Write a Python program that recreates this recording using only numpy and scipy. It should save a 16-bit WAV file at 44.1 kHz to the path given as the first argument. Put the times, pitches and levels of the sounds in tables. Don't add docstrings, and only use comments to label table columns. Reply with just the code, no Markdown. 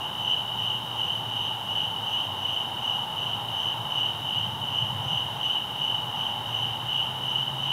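import sys
import numpy as np
from scipy import signal
from scipy.fft import rfft, irfft, next_fast_len
from scipy.io import wavfile

SR = 44100
rng = np.random.default_rng(int(sys.argv[2]) if len(sys.argv) > 2 else 0)


def field_ratio(decibels):
    return 10 ** (np.asarray(decibels, dtype=float) / 20)


def unload_wav(signal):
    wavfile.write(
        sys.argv[1],
        SR,
        np.round(np.clip(np.atleast_2d(signal).T, -1, 1) * 32767).astype(np.int16),
    )


N = 340452


def rms_one(x):
    return x / np.sqrt(np.mean(x ** 2) + 1e-20)


def in_time(rows):
    s, *columns = np.transpose(rows)
    return [np.interp(np.arange(N) / SR, s, c) for c in columns]


def bumps(centres_s, heights_db, widths_s):
    s = np.arange(N) / SR
    rows = np.broadcast(centres_s, heights_db, widths_s)
    return sum(db * np.exp(-.5 * ((s - centre) / width) ** 2) for centre, db, width in rows)


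def drift(rate_hz):
    coarse = 40
    r = np.exp(-2 * np.pi * rate_hz * coarse / SR)
    noise = rng.standard_normal(N // coarse + 2002)
    slow = signal.lfilter([1], [1, -2 * r, r * r], noise)[2000:]
    return np.interp(np.arange(N) / coarse, np.arange(len(slow)), rms_one(slow))


def coloured_noise(spectrum):
    size = next_fast_len(N)
    hz, level_db = np.transpose(spectrum)
    log_hz = np.log(np.arange(size // 2 + 1) * SR / size + 1)
    gain = field_ratio(np.interp(log_hz, np.log(hz), level_db, left=-120, right=-120))
    white = rfft(rng.standard_normal(size))
    return rms_one(irfft(white * gain, size)[:N])


def noise_band(hz, width_hz):
    r = np.exp(-np.pi * width_hz / SR)
    section = [1, 0, -1, 1, -2 * r * np.cos(2 * np.pi * hz / SR), r * r]
    return rms_one(signal.sosfilt([section, section], rng.standard_normal(N)))


def wing_strokes(per_s, duty):
    turns = np.cumsum(per_s / SR + np.zeros(N)) + rng.random()
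    place = turns % 1
    hump = np.sin(np.pi * np.minimum(place / duty, 1)) ** 2
    return place, turns.astype(int), hump


def swell_db(crest_s, crest_db, lull_db, lead_s):
    fullness = 0.93
    s = np.arange(N) / SR + lead_s
    crest_number = np.interp(s, crest_s, np.arange(len(crest_s)))
    height = np.abs(np.cos(np.pi * crest_number)) ** (2 * fullness)
    return lull_db + height * (np.interp(s, crest_s, crest_db) - lull_db)


# t/s, level/dB, octave overtone level/dB
CHORUS_CRESTS = [(-.05, -30, -59), (.315, -25.5, -57), (.67, -27.5, -59.5), (1.075, -27.5, -59),
                 (1.43, -26.5, -59), (1.8, -27, -58), (2.17, -26, -56), (2.535, -27.5, -59.5),
                 (2.92, -27.5, -58), (3.28, -27.5, -59.5), (3.645, -27.5, -56), (4.02, -26, -58),
                 (4.375, -26.5, -60), (4.79, -27.5, -59), (5.16, -26.5, -57), (5.5, -26, -58),
                 (5.895, -27, -59), (6.245, -27.5, -59), (6.615, -27.5, -58), (6.985, -25, -59),
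                 (7.35, -27.5, -58), (7.73, -26, -58), (8.1, -27, -59)]


def chorus(count, duty, glide_hz, blur_db):
    centre_hz, spread_hz, strokes_per_s = 2977.5, 50, 52
    crest_s, crest_db, octave_crest_db = np.transpose(CHORUS_CRESTS)
    level_db = swell_db(crest_s, crest_db, lull_db=-35, lead_s=0)
    octave_db = swell_db(crest_s, octave_crest_db, lull_db=-68, lead_s=0.018)
    rank = (np.arange(count) + .5) / count - .5
    pitches = centre_hz - spread_hz * np.sign(rank) * np.log(1 - 2 * abs(rank))
    tone, octave = np.zeros(N), np.zeros(N)
    for hz in pitches:
        own_rate = strokes_per_s * (1 + .08 * rng.standard_normal())
        place, stroke, hump = wing_strokes(own_rate, duty)
        start_turn = rng.random(1000)
        gliding_hz = hz - glide_hz * (place / duty - .5)
        phase = 2 * np.pi * (np.cumsum(gliding_hz) / SR + start_turn[stroke])
        tone += hump * np.sin(phase)
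        octave += hump * np.sin(2.025 * phase)
    blur = field_ratio(blur_db) * noise_band(centre_hz, 250)
    return field_ratio(level_db) * rms_one(rms_one(tone) + blur) + field_ratio(octave_db) * rms_one(octave)


# start t/s, end t/s
TRILL_LOW_SPELLS = [(.55, 1.05), (1.7, 3.25), (5.35, 6.5)]


def trill_pitch():
    high_hz, sag_hz, slide_s = 3773, 14, .08
    s = np.arange(N) / SR
    low = sum(np.clip(.5 + np.minimum(s - a, b - s) / slide_s, 0, 1) for a, b in TRILL_LOW_SPELLS)
    return high_hz - sag_hz * low


# t/s, change of level/dB
TRILL_LEVEL_TURNS = [(.35, 1), (.95, 0.5), (1.13, -4), (1.43, 4), (1.66, -4), (3.4, 2), (4.16, 3),
                     (4.77, -14), (7.62, 4)]


def trill(duty, start_hz, fall_hz, waver_hz, echo_db):
    base_db, turn_s, strokes_per_s = -53, 0.069, 75.4
    wall_echo_s = 25 / 3767
    level_db = base_db + bumps(*np.transpose(TRILL_LEVEL_TURNS), turn_s)
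    place, _, hump = wing_strokes(strokes_per_s + .5 * drift(2.1), duty)
    done = place / duty
    bend = (start_hz * done - fall_hz * done ** 3 / 3) * duty / strokes_per_s
    wavering_hz = trill_pitch() + waver_hz * drift(9.8)
    phase = 2 * np.pi * (np.cumsum(wavering_hz) / SR + bend)
    direct = hump * np.sin(phase)
    echo = np.roll(direct, round(wall_echo_s * SR)) * field_ratio(echo_db + 3 * drift(2.9))
    return field_ratio(level_db) * rms_one(direct + echo)


# f/Hz, width f/Hz, level/dB
DISTANT_TRILLERS = [(3536, 440, -54.5), (3823, 180, -58.5)]
# f/Hz, width f/Hz, level/dB
HISSING_INSECTS = [(5270, 150, -75.5), (7030, 140, -75), (9340, 260, -72), (10300, 150, -73.5),
                   (12520, 170, -68.5), (12950, 300, -68), (13400, 300, -69), (14000, 250, -74)]


def far_insects():
    bands = [*DISTANT_TRILLERS, *HISSING_INSECTS]
    return sum(field_ratio(level_db) * noise_band(hz, width_hz) for hz, width_hz, level_db in bands)


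# t/s, level/dB
ROAR_LEVEL = [(0, -37.5), (.5, -38.5), (1, -37.5), (1.65, -38), (2.4, -37.5), (3.9, -36.5), (4.4, -39),
              (5.1, -37), (5.7, -39), (6.1, -36.5), (6.9, -38.5), (7.72, -38)]
# f/Hz, relative level per Hz/dB
ROAR_SPECTRUM = [(330, -31), (560, -15.5), (699, -8.5), (858, 0.5), (1300, -15), (1690, -22), (2860, -120)]
# f/Hz, relative level per Hz/dB
TYRE_HISS_SPECTRUM = [(740, -47), (1250, -2.5), (2150, -8), (2450, -15), (3180, -33), (5390, -120)]


def tyres():
    roar_db, = in_time(ROAR_LEVEL)
    hiss_db = -51 + 0.23 * np.arange(N) / SR
    roar = field_ratio(roar_db) * coloured_noise(ROAR_SPECTRUM)
    return roar + field_ratio(hiss_db) * coloured_noise(TYRE_HISS_SPECTRUM)


# t/s, f/Hz, level/dB
ENGINE_NOTE = [(0, 104, -54), (.8, 118, -45), (1.6, 112, -48.5), (2.4, 96, -48), (2.8, 96, -58),
               (3.4, 113, -49.5), (4.5, 107, -53), (5.3, 104, -58), (6.1, 102, -58), (6.6, 114, -39.5),
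               (6.9, 123, -45.5), (7.72, 138, -39)]


def engine():
    hz, level_db = in_time(ENGINE_NOTE)
    unsteady_hz = hz + 0.74 * drift(3.4)
    return field_ratio(level_db) * np.sqrt(2) * np.sin(2 * np.pi * np.cumsum(unsteady_hz) / SR)


# t/s, level above the faint drone/dB, Gaussian half length t/s
DRONE_SURGES = [(3.3, 13, 0.38), (3.9, 13, 0.18), (4.467, 22, .16), (4.85, 21.5, .14), (5.175, 21, .15),
                (5.897, 15, .2), (6.55, 13, 0.18), (7.6, 11, 0.25)]
# f/Hz, relative level per Hz/dB
DRONE_SPECTRUM = [(55, -45), (85, -15), (105, -3), (140, -1), (165, -9), (230, -18.5), (330, -46)]


def drone():
    level_db = -60.5 + bumps(*np.transpose(DRONE_SURGES))
    return field_ratio(level_db) * coloured_noise(DRONE_SPECTRUM)


# f/Hz, relative level per Hz/dB
RUMBLE_SPECTRUM = [(41, -53), (70, -11.5), (97, -2.5), (119, 2), (260, -13.5), (340, -44), (570, -120)]


def rumble():
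    return field_ratio(-45.5) * coloured_noise(RUMBLE_SPECTRUM)


# f/Hz, relative level per Hz/dB
TOWN_SPECTRUM = [(15, -32), (30, -29), (45, -20), (55, -19), (80, -7), (200, 2.5), (330, -0.5), (480, -1),
                 (620, -2.5), (800, -28)]


def town_roar():
    return field_ratio(-47.5) * coloured_noise(TOWN_SPECTRUM)


def mains_hum():
    hz, level_db = 60.4, -68.5
    return field_ratio(level_db) * np.sqrt(2) * np.sin(2 * np.pi * hz * np.arange(N) / SR)


# f/Hz, relative level per Hz/dB
HISS_SPECTRUM = [(1800, -47), (2400, -0.5), (3400, -2.5), (4300, -6.5), (5500, -6), (6600, -9), (8200, -11),
                 (9200, -8.5), (11000, -6.5), (13000, -11), (14500, -11), (16000, -12)]


def background_hiss():
    return field_ratio(-52.5) * coloured_noise(HISS_SPECTRUM)


def scene():
    insects = chorus(count=40, duty=.75, glide_hz=90.65, blur_db=-7.0)
    insects = insects + trill(duty=0.98, start_hz=80.5, fall_hz=375, waver_hz=3.6, echo_db=-9.5)
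    insects = insects + far_insects()
    traffic = tyres() + engine() + drone() + rumble() + town_roar()
    return (insects + traffic + mains_hum() + background_hiss())[None, :]


def roll_off(x):
    return signal.sosfilt(signal.butter(12, 16390, fs=SR, output="sos"), x)


def record(dry):
    cut = signal.ellip(14, .3, 60, 15730, fs=SR, output="sos")
    mix = signal.sosfilt(cut, dry)
    return roll_off(mix)


dry = scene()
out = record(dry)
unload_wav(out)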